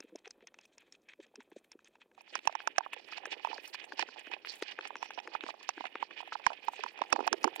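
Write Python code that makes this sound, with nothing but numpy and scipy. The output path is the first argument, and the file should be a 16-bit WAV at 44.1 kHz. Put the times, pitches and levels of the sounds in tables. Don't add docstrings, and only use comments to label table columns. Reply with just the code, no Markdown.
import sys
import numpy as np
from scipy import signal
from scipy.fft import rfft, irfft
from scipy.io import wavfile

SR = 44100
rng = np.random.default_rng(int(sys.argv[2]) if len(sys.argv) > 2 else 0)


def volts_from_decibels(level):
    exponent = np.asarray(level, float) / 20
    return 10 ** exponent


def log_audio(samples):
    frames = np.atleast_2d(samples).T
    limited = np.clip(frames, -1, 1)
    pcm = np.round(limited * 32767).astype(np.int16)
    wavfile.write(sys.argv[1], SR, pcm)


N = 335160


def scene():
    return knocks() + bumps() + cloth() + grass()


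# start in seconds, ring peak in dB
# at the right port, left minus right in dB, clack peak in dB, tick peak in dB.
KNOCKS = [(0.0036, -57, 4.5, -47.5, -35), (0.025, -66, -2, -48, -83), (0.0943, -63, 0, -63, -78),
          (0.157, -54.5, 4, -49, -38.5), (0.1837, -61, 1, -56, -62), (0.257, -52, -5, -37, -59),
          (0.2758, -49, 0.5, -46, -43.5), (0.307, -59, 2, -53, -37), (0.4061, -63, -5, -52, -78),
          (0.4239, -64, -1, -56, -70), (0.4709, -51.5, -2, -44.5, -39.5), (0.5418, -53, 0, -48, -50.5),
          (0.5876, -47.5, -4.5, -44, -47.5), (0.6117, -66, -3, -66, -52), (0.653, -76, -8, -48.5, -52),
          (0.7226, -76, -7, -72, -76), (0.781, -61, -3, -49, -42.5), (0.8203, -71, 0.5, -52, -76),
          (0.9232, -79, 5, -55, -44.5), (0.9498, -74, -4.5, -51, -60), (1.018, -82, -7, -86, -67),
          (1.0868, -55, -1, -52, -54), (1.134, -65, 0, -43, -61), (1.2015, -58, -3, -52.5, -63),
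          (1.2653, -81, 0, -62, -61), (1.3558, -53.5, 3, -51, -41), (1.405, -50.5, 1, -46, -56),
          (1.5163, -56, 2, -57, -67), (1.5628, -64, -8, -63, -74), (1.5844, -70, -7, -61, -63),
          (1.717, -57, 3.5, -49, -40), (1.7907, -53.5, 0.5, -58, -67), (1.8449, -70, -5, -56, -48.5),
          (1.8563, -66, -5, -52, -59), (1.8728, -65, 0, -53, -59), (1.954, -52, 0, -59, -65),
          (2.0163, -64.5, 8, -49.5, -69), (2.1147, -60, 0, -59, -75), (2.1778, -33.5, -43, -49, -58),
          (2.2079, -44, -31, -38, -51), (2.2774, -57, 5, -46.5, -70), (2.3534, -18.5, -33, -22.5, -22.5),
          (2.3893, -53, -17, -30, -51), (2.453, -39, -7.5, -38, -53), (2.4729, -10, -40, -14.5, -19.5),
          (2.4952, -26, -45, -50, -66), (2.5258, -40, -19, -35, -50), (2.5516, -19.5, -49, -23.5, -35),
          (2.602, -37.5, 2.5, -34.5, -64), (2.6734, -15, -37, -19.5, -21.5), (2.761, -46, -1, -35, -63),
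          (2.7812, -9.5, -39, -12.5, -18.5), (2.8064, -24, -46, -40, -77), (2.8625, -25.5, -41, -59, -62),
          (2.9322, -36.5, 3, -28, -55), (2.9637, -38.5, -27, -42, -60), (2.9968, -47, -25, -46, -60),
          (3.086, -47, 0, -53, -59), (3.1235, -37.5, -0.5, -41, -53), (3.1657, -58, 2, -43, -61),
          (3.1805, -31.5, -28, -29, -43), (3.2337, -35.5, -27, -44, -68), (3.255, -30, -0.5, -35.5, -31.5),
          (3.3263, -37, -5, -31, -40), (3.3959, -39.5, -25, -33, -63), (3.4473, -17.5, -41, -24, -40.5),
          (3.4715, -25, -46, -39, -45), (3.5145, -32, -29, -44, -60), (3.5298, -26, -42, -35, -45),
          (3.561, -39, -34, -43, -63), (3.5797, -38, 2, -43, -52), (3.6766, -46, -3, -56, -37.5),
          (3.7442, -33, 2, -39, -53), (3.8407, -45.5, -13, -33.5, -45), (3.9213, -31, 2.5, -40, -55),
          (3.9932, -17.5, -27, -20, -22), (4.025, -32, -22, -19, -36), (4.0867, -38, -1, -40, -49),
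          (4.269, -42.5, 0.5, -43, -57), (4.314, -33, -29, -37, -49), (4.3363, -34, -24, -22.5, -55),
          (4.3652, -35.5, -34, -61, -67), (4.4484, -40.5, 0, -31, -66), (4.472, -58, -17, -27, -60),
          (4.538, -46, -18, -32, -45), (4.624, -33.5, 2.5, -25.5, -34), (4.7125, -59, -8, -38, -47),
          (4.7879, -29.5, 1.5, -36, -55), (4.8087, -58, -6, -33.5, -53), (4.853, -34.5, -26, -26.5, -52),
          (4.873, -59, -4, -34, -41), (4.9049, -27.5, -39, -41, -62), (4.955, -31.5, 2.5, -31.5, -49),
          (4.9666, -53, -0.5, -47, -45), (5.0266, -22, -43, -26.5, -35), (5.0561, -40.5, -30, -37, -54),
          (5.1054, -33.5, -1, -33, -48), (5.1346, -50, -6, -43, -52), (5.176, -27, -28, -38, -60),
          (5.183, -27.5, -32, -43, -61), (5.1999, -38.5, -29, -33, -43.5), (5.2749, -32, 3.5, -38, -47),
          (5.3502, -18, -48, -47, -44), (5.408, -51, -25, -26.5, -62), (5.4368, -33.5, 1, -33.5, -47),
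          (5.4643, -33, -33, -28.5, -50), (5.4874, -27, -43, -46, -58), (5.504, -54, -20, -31, -52),
          (5.54, -35.5, -38, -61, -57), (5.6094, -48.5, 3, -51, -74), (5.6288, -54, -8, -43, -41),
          (5.69, -16, -39, -19.5, -20.5), (5.7042, -66, -1, -40, -67), (5.778, -36, 3, -44, -66),
          (5.8069, -24, -38, -30.5, -49), (5.8401, -26, -34, -38, -55), (5.8532, -28.5, -35, -24.5, -55),
          (5.8672, -40, -6, -37, -51), (5.9544, -33, 4, -31, -56), (6.0262, -17, -53, -25.5, -46),
          (6.108, -41, -1, -44, -58), (6.2044, -30, -36, -42, -61), (6.227, -34, -37, -50, -73),
          (6.2743, -38, -10, -35, -62), (6.322, -25.5, -1, -36, -68), (6.327, -33, -0.5, -38, -48),
          (6.3528, -22.5, -37, -39, -63), (6.3971, -37.5, -24, -42, -59), (6.4405, -55, 0, -40, -56),
          (6.4652, -10, -39, -13, -19), (6.5025, -26, -39, -48, -64), (6.5175, -31, -31, -47, -62),
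          (6.5315, -38.5, -19, -30, -48), (6.683, -16, -51, -24.5, -37), (6.734, -32, -24, -45, -62),
          (6.7917, -34.5, -17, -37, -61), (6.8365, -18.5, -30, -23, -31), (6.8617, -27, -30, -37, -52),
          (6.9752, -46, -6, -37, -55), (6.9897, -34.5, -19, -37, -48), (7.0169, -14.5, -44, -21, -35.5),
          (7.0373, -39, -2, -36, -51), (7.101, -54, -1, -41, -49), (7.1262, -11, -26, -11.5, -15.5),
          (7.1605, -19, -47, -30, -39), (7.2045, -21, -43, -50, -45), (7.2673, -24, -16, -34, -47),
          (7.2758, -10.5, -38, -19, -27.5), (7.328, -11, -40, -13.5, -16.5), (7.3412, -35, -30, -34, -69),
          (7.43, -50, -2, -39, -37), (7.442, -8, -35, -15, -18), (7.449, -24, -38, -43, -47),
          (7.476, -17, -41, -38, -38.5), (7.5284, -39.5, -30, -56, -67), (7.5604, -30.5, -20, -24.5, -43),
          (7.5958, -35, -21, -22.5, -43)]
# frequency in Hz, strength in dB, decay by 60 dB in seconds.
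RING_MODES = [(696, -6.5, 0.014), (797.4, -8.5, 0.017), (921, -0.5, 0.013), (1074, -4.5, 0.011),
              (1290, 8.5, 0.0057), (1622, 10.5, 0.0068), (1805, -7, 0.0097)]
CLACK_MODES = [(2180, 13.5, 0.0025), (2593, -3.5, 0.02), (3200, -1.5, 0.0044), (3745, -4.5, 0.0051)]
TICK_MODES = [(4280, -17.5, 0.018), (5050, -1, 0.012), (5456, 1, 0.016), (6260, 4, 0.0095),
              (6820, 2.5, 0.0063), (6800, -26, 0.0011), (8620, -2, 0.0066), (9710, 0, 0.0075)]


def knocks():
    jolt_hz, side_knock_hz, rise_hz_per_db = 1140, 1098, 8.5
    pitch_scatter_octaves, side_full_db, shell_cut_hz = 0.18, -8.5, 7250
    left_lead_s = 0.00023
    s, ring_db, side_db, clack_db, tick_db = np.transpose(KNOCKS)[:, :, None]
    on_side = np.clip(side_db / side_full_db, 0, 1)
    side_hz = side_knock_hz + rise_hz_per_db * ring_db
    spot_hz = (1 - on_side) * jolt_hz + on_side * side_hz
    scatter = pitch_scatter_octaves * (1 - 0.69 * on_side)
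    spot_hz = spot_hz * 2 ** (scatter * rng.standard_normal(spot_hz.shape))
    favour_db = (10.5 + 13.5 * on_side)[..., None, None]

    ring = volts_from_decibels(ring_db) * struck(RING_MODES, spot_hz, 0.001582, 0.0049, favour_db)
    clack = volts_from_decibels(clack_db) * struck(CLACK_MODES, spot_hz, 0.002643, 0.00026)
    tick = volts_from_decibels(tick_db) * struck(TICK_MODES, spot_hz, 0.0027, 0.00009)
    right = ring + clack + tick
    left = ring * volts_from_decibels(side_db) + clack * volts_from_decibels(0.4 * side_db) + tick * volts_from_decibels(0.25 * side_db)

    lead = left_lead_s * np.clip(-side_db / 3.1, 0, 1)
    out = np.zeros((2, N + 2400))
    for k in range(len(KNOCKS)):
        early = int(max(s[k, 0] - lead[k, 0], 0) * SR)
        late = int(s[k, 0] * SR)
        out[0, early:early + 2400] += left[k]
        out[1, late:late + 2400] += right[k]
    damping = signal.butter(4, shell_cut_hz, fs=SR, output="sos")
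    return signal.sosfilt(damping, out[:, :N])


def struck(modes, spot_hz, contact_s, rise_s, favour_db=0):
    hz, db, t60 = np.transpose(modes)[:, None, :, None, None]
    chance = rng.random((len(spot_hz), len(modes), 2, 3))
    delay = contact_s * chance[..., :1] ** 2
    t = np.maximum(np.arange(2400) / SR - delay, 0)
    octaves_off = np.abs(np.log2(hz / spot_hz[..., None, None]))
    strength = volts_from_decibels(db + 14.0 * (chance[..., 1:2] - 0.5) - favour_db * octaves_off)
    detune = 1 + 0.049 * (chance[..., 2:] - 0.5)
    envelope = volts_from_decibels(-60 * t / t60) * (1 - np.exp(-t / rise_s))
    rings = strength * np.sin(2 * np.pi * hz * detune * t) * envelope
    rings = rings.sum(axis=(1, 2))
    return rings / np.abs(rings).max(axis=1, keepdims=True)


# middle in seconds, nominal length in ms,
# main pitch in Hz, nominal right level in dB, nominal left level in dB.
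BUMPS = [(0.006, 4.9, 270, -53, -46.5), (0.051, 21, 294, -49, -49), (0.139, 40, 322, -51, -51),
         (0.158, 12.7, 387, -40, -38.5), (0.276, 16.4, 456, -54, -50.5), (0.433, 21, 395, -54, -56.5),
         (0.446, 24.4, 484, -55, -61), (1.203, 30, 403, -48, -48.5), (1.344, 6.3, 480, -56, -51),
         (1.393, 39, 257, -52, -47), (1.526, 18, 310, -53, -50.5), (1.568, 10.7, 369, -35, -39.5),
         (1.756, 11, 272, -42, -43.5), (2.333, 20, 500, -50, -72), (2.39, 21, 279, -53, -76),
         (2.459, 17, 360, -60, -49), (2.705, 11.7, 383, -50.5, -78), (2.97, 16.2, 510, -42, -71),
         (3.279, 19, 474, -44.5, -53), (3.337, 18.7, 374, -41, -55), (3.372, 12.3, 390, -48, -67),
         (3.506, 16, 487, -41.5, -62), (3.587, 8.5, 417, -37.5, -42), (3.931, 38, 447, -56, -54),
         (3.94, 20, 363, -44, -73), (3.997, 5.1, 434, -30, -44), (4.033, 10.5, 510, -37, -55),
         (4.094, 33, 433, -51, -62), (4.187, 20, 473, -50, -71), (4.276, 8.8, 404, -40, -44),
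         (4.305, 17, 480, -47, -73), (4.339, 11, 364, -53, -58), (4.474, 9.1, 420, -52, -71),
         (4.626, 9.2, 410, -35, -31.5), (4.794, 22, 515, -43, -46.5), (4.863, 19, 357, -47.5, -69),
         (4.961, 13, 385, -49.5, -54), (5.183, 17.5, 457, -47, -72), (5.285, 16.4, 496, -46, -47.5),
         (5.441, 12.3, 420, -35.5, -41), (5.465, 17.7, 332, -46.5, -68), (5.509, 12, 440, -59, -68),
         (5.782, 20, 315, -46, -49), (5.81, 20.4, 327, -44, -56), (5.857, 21, 325, -47, -75),
         (5.957, 9.7, 494, -38.5, -41.5), (6.121, 31, 336, -50, -76), (6.479, 22, 460, -71, -50),
         (6.801, 27, 422, -47, -67), (6.854, 13.4, 397, -43, -75), (7.018, 16.8, 385, -32, -70),
         (7.132, 25, 368, -33.5, -61), (7.139, 10.4, 486, -31, -65), (7.152, 13.3, 308, -35.5, -76),
         (7.192, 21, 437, -29.5, -73), (7.211, 20, 396, -31.5, -76), (7.331, 33.4, 358, -33.5, -69),
         (7.343, 17.7, 400, -29.5, -70), (7.457, 26.4, 303, -25.5, -63), (7.479, 33, 363, -31, -77)]


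def bumps():
    out = np.zeros((2, N + 4000))
    t = np.arange(4000) / SR
    for (s, ms, hz, right_db, left_db), chance in zip(BUMPS, rng.random((len(BUMPS), 4))):
        u = t / (0.27 * ms / 1000)
        swell = u * np.exp((1 - u ** 2) / 2)
        phase = 2 * np.pi * hz * t
        wave = np.sin(phase + 2 * np.pi * chance[0])
        wave += 0.67 * np.sin((1.191 + 0.486 * chance[2]) * phase + 2 * np.pi * chance[1])
        wave += 1.07 * np.sin((0.558 + 0.47 * chance[3]) * phase)
        at = max(int((s - 0.4586 * ms / 1000) * SR), 0)
        out[:, at:at + 4000] += volts_from_decibels(np.array([[left_db], [right_db]])) * wave * swell
    return out[:, :N]


# time in seconds, cloth contact as rasp
# level in dB, shaking of the mount as rumble level in dB.
RUBBING = [(0, -65.5, -68), (0.3, -70, -79), (0.8, -71, -79), (1.4, -69.5, -79), (2.1, -73, -77),
           (2.3, -62, -68.5), (2.8, -60.5, -67.5), (3.3, -58.5, -57), (3.7, -56, -61), (4.2, -58.5, -65),
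           (4.7, -58.5, -63), (5.3, -58, -60.5), (5.8, -59.5, -68), (6.3, -58, -62.5), (6.7, -56.5, -62.5),
           (7.05, -57, -63.5), (7.25, -52.5, -47), (7.6, -54, -54.5)]
# middle in seconds, nominal length in ms,
# rasp level in dB at the right port, sizzle minus rasp in dB.
STROKES = [(0.03, 13, -70, -21), (0.093, 19, -65, -4), (0.174, 26, -58, -22), (0.19, 11, -60, -3),
           (0.259, 31, -41.5, -14), (0.309, 30, -61, -6), (0.426, 45, -55, -12), (0.48, 26, -53.5, -17),
           (0.545, 19, -57, -13), (0.613, 78, -57, -14), (0.64, 33, -61, 2), (0.735, 25, -69, -10),
           (0.801, 64, -53.5, -18), (0.877, 53, -58.5, -15), (0.94, 56, -56.5, -6), (1.093, 21, -47.5, -21),
           (1.114, 57, -51.5, -12), (1.21, 20, -54, -15), (1.241, 34, -52, -10), (1.36, 38, -62, -7),
           (1.412, 36, -50.5, -8), (1.53, 17, -54, -19), (1.575, 36, -56, -1), (1.647, 9.8, -54, -14),
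           (1.724, 33, -51.5, -29), (1.814, 49, -62.5, -9), (1.867, 37, -51.5, -7), (1.952, 45, -62, -8),
           (2.02, 38, -48.5, -13), (2.15, 9.8, -56, -12), (2.199, 53, -57.5, -6), (2.257, 15, -67, -22),
           (2.357, 58, -41, -14), (2.473, 80, -49.5, -16), (2.527, 46, -50.5, -15), (2.62, 92, -59.5, -26),
           (2.665, 43, -51, -17), (2.714, 31, -54, -18), (2.778, 66, -53.5, -16), (2.843, 35, -48, -19),
           (2.935, 31, -42, -23), (2.984, 51, -50, -15), (3.035, 55, -58, -3), (3.09, 28, -57, 1),
           (3.139, 130, -47.5, -15), (3.174, 17, -42.5, -8), (3.259, 134, -52.5, -22),
           (3.327, 41, -34.5, -7.5), (3.379, 26, -52, -37), (3.456, 78, -52, -11), (3.503, 56, -41, -17),
           (3.567, 87, -54, -17), (3.652, 67, -50.5, -9.5), (3.745, 46, -47.5, -9), (3.816, 92, -48, -12),
           (3.93, 31, -57, -5), (4.005, 63.6, -34, -9.5), (4.128, 77, -54, -5.5), (4.189, 54, -47.5, -8),
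           (4.271, 72, -49.5, -21), (4.332, 44, -39, -22), (4.458, 18, -49, -14), (4.519, 126, -50.5, -8.5),
           (4.623, 73, -52.5, -2.5), (4.708, 72, -44, -11.5), (4.823, 136, -50.5, -11.5),
           (4.863, 30, -43.5, -8), (4.939, 110, -55.5, -28), (5.047, 85, -48.5, -7),
           (5.134, 170, -56.5, -22), (5.187, 21, -42.5, -18), (5.342, 68, -45.5, -13),
           (5.431, 51, -53, -10), (5.474, 93, -54, -8.5), (5.5, 18, -43, -11.5), (5.644, 48, -56, -7),
           (5.688, 140, -59, -11), (5.802, 103, -53, -12), (5.858, 47, -44.5, -12), (5.925, 26, -54, -29),
           (5.976, 42, -47, -20), (6.017, 50, -44, -14), (6.121, 42, -50.5, -26), (6.192, 65, -43.5, -11),
           (6.271, 87, -53, -33), (6.34, 30, -51, -1.5), (6.393, 37, -54.5, -11), (6.465, 61, -46.5, -10.5),
           (6.52, 84, -53, -11), (6.677, 37, -47.5, -5.5), (6.753, 97, -51.5, -10), (6.8, 67, -50, -16),
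           (6.85, 45, -48.5, -23), (6.995, 88, -47, -11), (7.13, 23, -46, 1), (7.214, 50, -59.5, 0.5),
           (7.277, 6.9, -38.5, 2.5), (7.334, 19, -47, -18), (7.452, 100, -46.5, -14),
           (7.572, 47, -48.5, -8.5)]


def cloth():
    contact_db, shake_db = in_time(RUBBING)
    rows = [(s, ms, db, db + rel_db) for s, ms, db, rel_db in STROKES]
    stroke, bright = swells(rows, stretch=0.65, edge=0.88)
    catch = volts_from_decibels(2.81 * drift(37))
    out = rasp(contact_db, stroke, catch) + sizzle(contact_db, bright, catch)
    out += rumble(contact_db, shake_db, stroke)
    out[1] += hum(shake_db, stroke)
    return out


# frequency in Hz, relative level in dB.
RASP_LEFT = [(800, -18.5), (1170, -16.5), (1800, -3.5), (2170, -6.5), (2560, 2), (2820, -12.5), (3190, -3),
             (3800, -11.5), (6000, -38)]
RASP_RIGHT = [(800, -13), (1400, -16.5), (1750, -2.5), (2250, -3.5), (2540, 5), (2720, -8), (2870, 3.5),
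              (3100, -5), (3500, -7), (4100, -21.5), (6000, -43.5)]


def rasp(contact_db, stroke, catch):
    splits_hz, patchy_db = (1500, 2830), 2.5
    left_db, left_steady_db, waver_db = -13.5, -1, 2.5
    steady_db = contact_db + np.array([[left_steady_db], [0]]) + waver_db * drift(10)
    gain = np.sqrt(volts_from_decibels(2 * steady_db) + stroke) * volts_from_decibels(np.array([[left_db], [0]])) * catch
    coarse = grains(2500, 2.9, 0.35)
    whole = np.array([coloured(coarse[0], RASP_LEFT), coloured(coarse[1], RASP_RIGHT)])
    below = [signal.sosfiltfilt(signal.butter(2, hz, fs=SR, output="sos"), whole) for hz in splits_hz]
    bands = (below[0], below[1] - below[0], whole - below[1])
    return gain * sum(band * volts_from_decibels(patchy_db * drift(21.6)) for band in bands)


# frequency in Hz, relative level in dB.
SIZZLE_LEFT = [(3000, -19), (3800, -2), (5000, -16), (6500, -8.5), (8500, -14.5), (10500, -44),
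               (12000, -25)]
SIZZLE_RIGHT = [(3000, -2), (3700, -2), (4400, 5), (5000, 1.5), (5640, -2.5), (6280, -16.5), (6900, -15),
                (8200, -23), (10000, -48)]
THIN = [(4600, -30), (5300, -2), (5650, 0), (6000, -6), (6600, -28)]
# middle in seconds, nominal length in ms, level in dB.
THIN_HISSES = [(5.03, 136, -64), (5.16, 37, -67)]


def sizzle(contact_db, bright, catch):
    left_db, steady_db = -15, -13.0
    gain = np.sqrt(volts_from_decibels(2 * (contact_db + steady_db)) + bright) * volts_from_decibels(np.array([[left_db], [0]]))
    gain = gain * catch * volts_from_decibels(6.6 * drift(20))
    fine = grains(5000, 3.3, 0.63)
    out = gain * np.array([coloured(fine[0], SIZZLE_LEFT), coloured(fine[1], SIZZLE_RIGHT)])
    thin_gain = np.sqrt(swells(THIN_HISSES, stretch=0.64, edge=0.49)[0]) * catch[1]
    out[1] += thin_gain * coloured(fine[1], THIN)
    return out


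# frequency in Hz, relative level in dB.
RUMBLE = [(130, 5), (200, -8.5), (330, -1.5), (520, -4), (800, -12.5), (1400, -21.5), (2000, -30)]


def rumble(contact_db, shake_db, stroke):
    left_db, left_follows = -67.5, 0.56
    stroke_db = -16
    left_power = volts_from_decibels(2 * (left_db + left_follows * (contact_db + 60)))
    right_power = volts_from_decibels(2 * shake_db) + stroke * volts_from_decibels(2 * stroke_db)
    gain = np.sqrt([left_power, right_power]) * volts_from_decibels(2.7 * drift(45))
    return gain * coloured(grains(900, 4.2, 0.44), RUMBLE)


def hum(shake_db, stroke):
    hum_hz, width_hz = 826, 130
    steady_db, stroke_db = -1.5, -12.5
    r = np.exp(-np.pi * width_hz / SR)
    poles = [1, -2 * r * np.cos(2 * np.pi * hum_hz / SR), r * r]
    tone = signal.lfilter([1, 0, -1], poles, grains(400, 4.6, 0)[1])
    tone = rms_one(signal.lfilter([0.1], [1, -0.9], tone))
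    gain = np.sqrt(volts_from_decibels(2 * (shake_db + steady_db)) + stroke * volts_from_decibels(2 * stroke_db))
    return gain * volts_from_decibels(6.9 * drift(8.2)[1]) * tone


# middle in seconds, nominal length in ms, stalk level in dB,
# blade level in dB.
CRUNCHES = [(0.038, 12, -96, -73), (0.309, 9.2, -81, -90), (0.588, 13, -94, -85), (0.657, 18, -80, -78),
            (0.808, 13, -81, -79), (0.958, 13, -80, -93), (1.432, 16, -80, -83), (1.503, 11, -93, -78),
            (1.588, 13, -69.5, -94), (1.645, 13, -91, -76), (1.884, 13, -73, -80), (2.217, 13, -72, -71),
            (2.378, 19, -68, -78), (2.458, 15, -63, -66), (2.623, 21, -83, -78), (2.784, 13, -46, -76),
            (2.936, 19, -56, -57), (3.08, 48, -80, -74), (3.127, 12, -82, -78), (3.264, 15, -59, -66),
            (3.448, 66, -87, -72), (3.681, 15, -74, -53), (3.746, 21, -62, -63), (3.85, 25, -63, -83),
            (3.926, 12, -76, -81), (4.011, 33, -70, -72), (4.195, 14, -58.5, -81), (4.469, 36, -92, -65),
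            (4.557, 15, -63, -63), (4.625, 25, -61, -62), (4.716, 18, -72, -72), (4.88, 13, -58, -68),
            (5.048, 15, -85, -74), (5.635, 27, -84, -72), (5.693, 9, -76, -79), (5.79, 28, -90, -82),
            (6.214, 13, -71, -71), (6.28, 9, -82, -68), (6.33, 7.9, -83, -79), (6.467, 16, -51, -61),
            (6.651, 20, -86, -64), (6.87, 12, -88, -71), (7.105, 8, -64, -61), (7.129, 11, -41.5, -63),
            (7.271, 14, -69, -53), (7.331, 9, -69, -79), (7.446, 23, -58, -61), (7.562, 20, -60, -50)]
# middle in seconds,
# nominal length in ms, level in dB.
SWISHES = [(1.69, 130, -90), (2.63, 80, -80), (3.1, 130, -81), (3.49, 54, -80), (3.67, 81, -65),
           (4.27, 150, -77), (4.55, 97, -68.5), (5.05, 100, -83), (6.31, 50, -87), (6.74, 75, -82),
           (6.93, 23, -68), (7.42, 85, -68), (7.58, 40, -70)]
# frequency in Hz, relative level in dB.
BLADES = [(6000, -22), (9000, -13), (11000, -13), (12500, -12), (15000, -14.5), (16000, -22)]
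STALKS = [(4000, -34), (6500, -4), (8500, -4), (10000, -13), (11500, -29)]


def grass():
    hiss_db = -29
    stalk, blade = swells(CRUNCHES, stretch=0.49, edge=0.98)
    sweep, = swells(SWISHES, stretch=0.88, edge=1.0)
    snaps = grains(8200, 4.0, 0.54)
    steady = volts_from_decibels(2 * (in_time(RUBBING)[0] + hiss_db))
    hiss = np.sqrt((steady + sweep) * volts_from_decibels(8.3 * drift(30)[0]) + blade)
    return hiss * coloured(snaps, BLADES) + np.sqrt(stalk) * coloured(snaps, STALKS)


def grains(per_s, spread_db, alike):
    sizes = volts_from_decibels(spread_db * np.minimum(rng.exponential(1, (3, N)), 5)) * rng.choice([-1, 1], (3, N))
    clicks = rms_one(sizes * (rng.random((3, N)) < per_s / SR))
    shared = np.array([clicks[2], np.roll(clicks[2], 2)])
    return np.sqrt(1 - alike) * clicks[:2] + np.sqrt(alike) * shared


def swells(rows, stretch, edge):
    power = np.zeros((len(rows[0]) - 2, N))
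    for s, ms, *db in rows:
        half = int(stretch * ms * SR / 1000)
        at = np.clip(int(s * SR) + np.arange(-half, half), 0, N - 1)
        power[:, at] += volts_from_decibels(2 * np.array(db))[:, None] * signal.windows.tukey(2 * half, edge) ** 2
    return power


def drift(rate_hz):
    r = np.exp(-40 * np.pi * rate_hz / SR)
    noise = rng.standard_normal((2, N // 20 + 4002))
    slow = rms_one(signal.lfilter([1], [1, -2 * r, r * r], noise)[:, 4000:])
    return np.array([np.interp(np.arange(N) / 20, np.arange(len(s)), s) for s in slow])


def in_time(rows):
    s, *columns = np.transpose(rows)
    return [np.interp(np.arange(N) / SR, s, c) for c in columns]


def coloured(x, points):
    hz, db = np.transpose(points)
    bins_hz = np.maximum(np.arange(N // 2 + 1) * SR / N, 1)
    gain_db = np.interp(np.log(bins_hz), np.log(hz), db, left=-90, right=-90)
    return rms_one(irfft(rfft(x) * volts_from_decibels(gain_db), N))


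def rms_one(x):
    return x / np.sqrt(np.mean(x ** 2, axis=-1, keepdims=True) + 1e-20)


# frequency in Hz, relative level in dB.
HISS = [(30, -2), (130, -6), (220, 10.5), (1000, -18), (5000, -20), (16000, -24.5)]


def band_limit(x):
    return signal.sosfilt(signal.butter(12, 16480, fs=SR, output="sos"), x)


def record(dry):
    low_cut_hz, ceiling, lopsided, hiss_db = 287, 0.41, 3.8, -81.5
    stereo_from_s, switch_s = 2.15, 0.084
    cut = signal.sosfilt(signal.butter(4, low_cut_hz, "high", fs=SR, output="sos"), dry)
    ports = cut / (1 + (cut / ceiling) ** 4) ** 0.25
    ports = ports + lopsided * ports ** 4
    ports = ports + volts_from_decibels(hiss_db) * coloured(rng.standard_normal((2, N)), HISS)
    stereo = np.clip((np.arange(N) / SR - stereo_from_s) / switch_s, 0, 1)
    right = ports[0] + stereo * (ports[1] - ports[0])
    return band_limit(np.array([ports[0], right]))


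dry = scene()
out = record(dry)
log_audio(out)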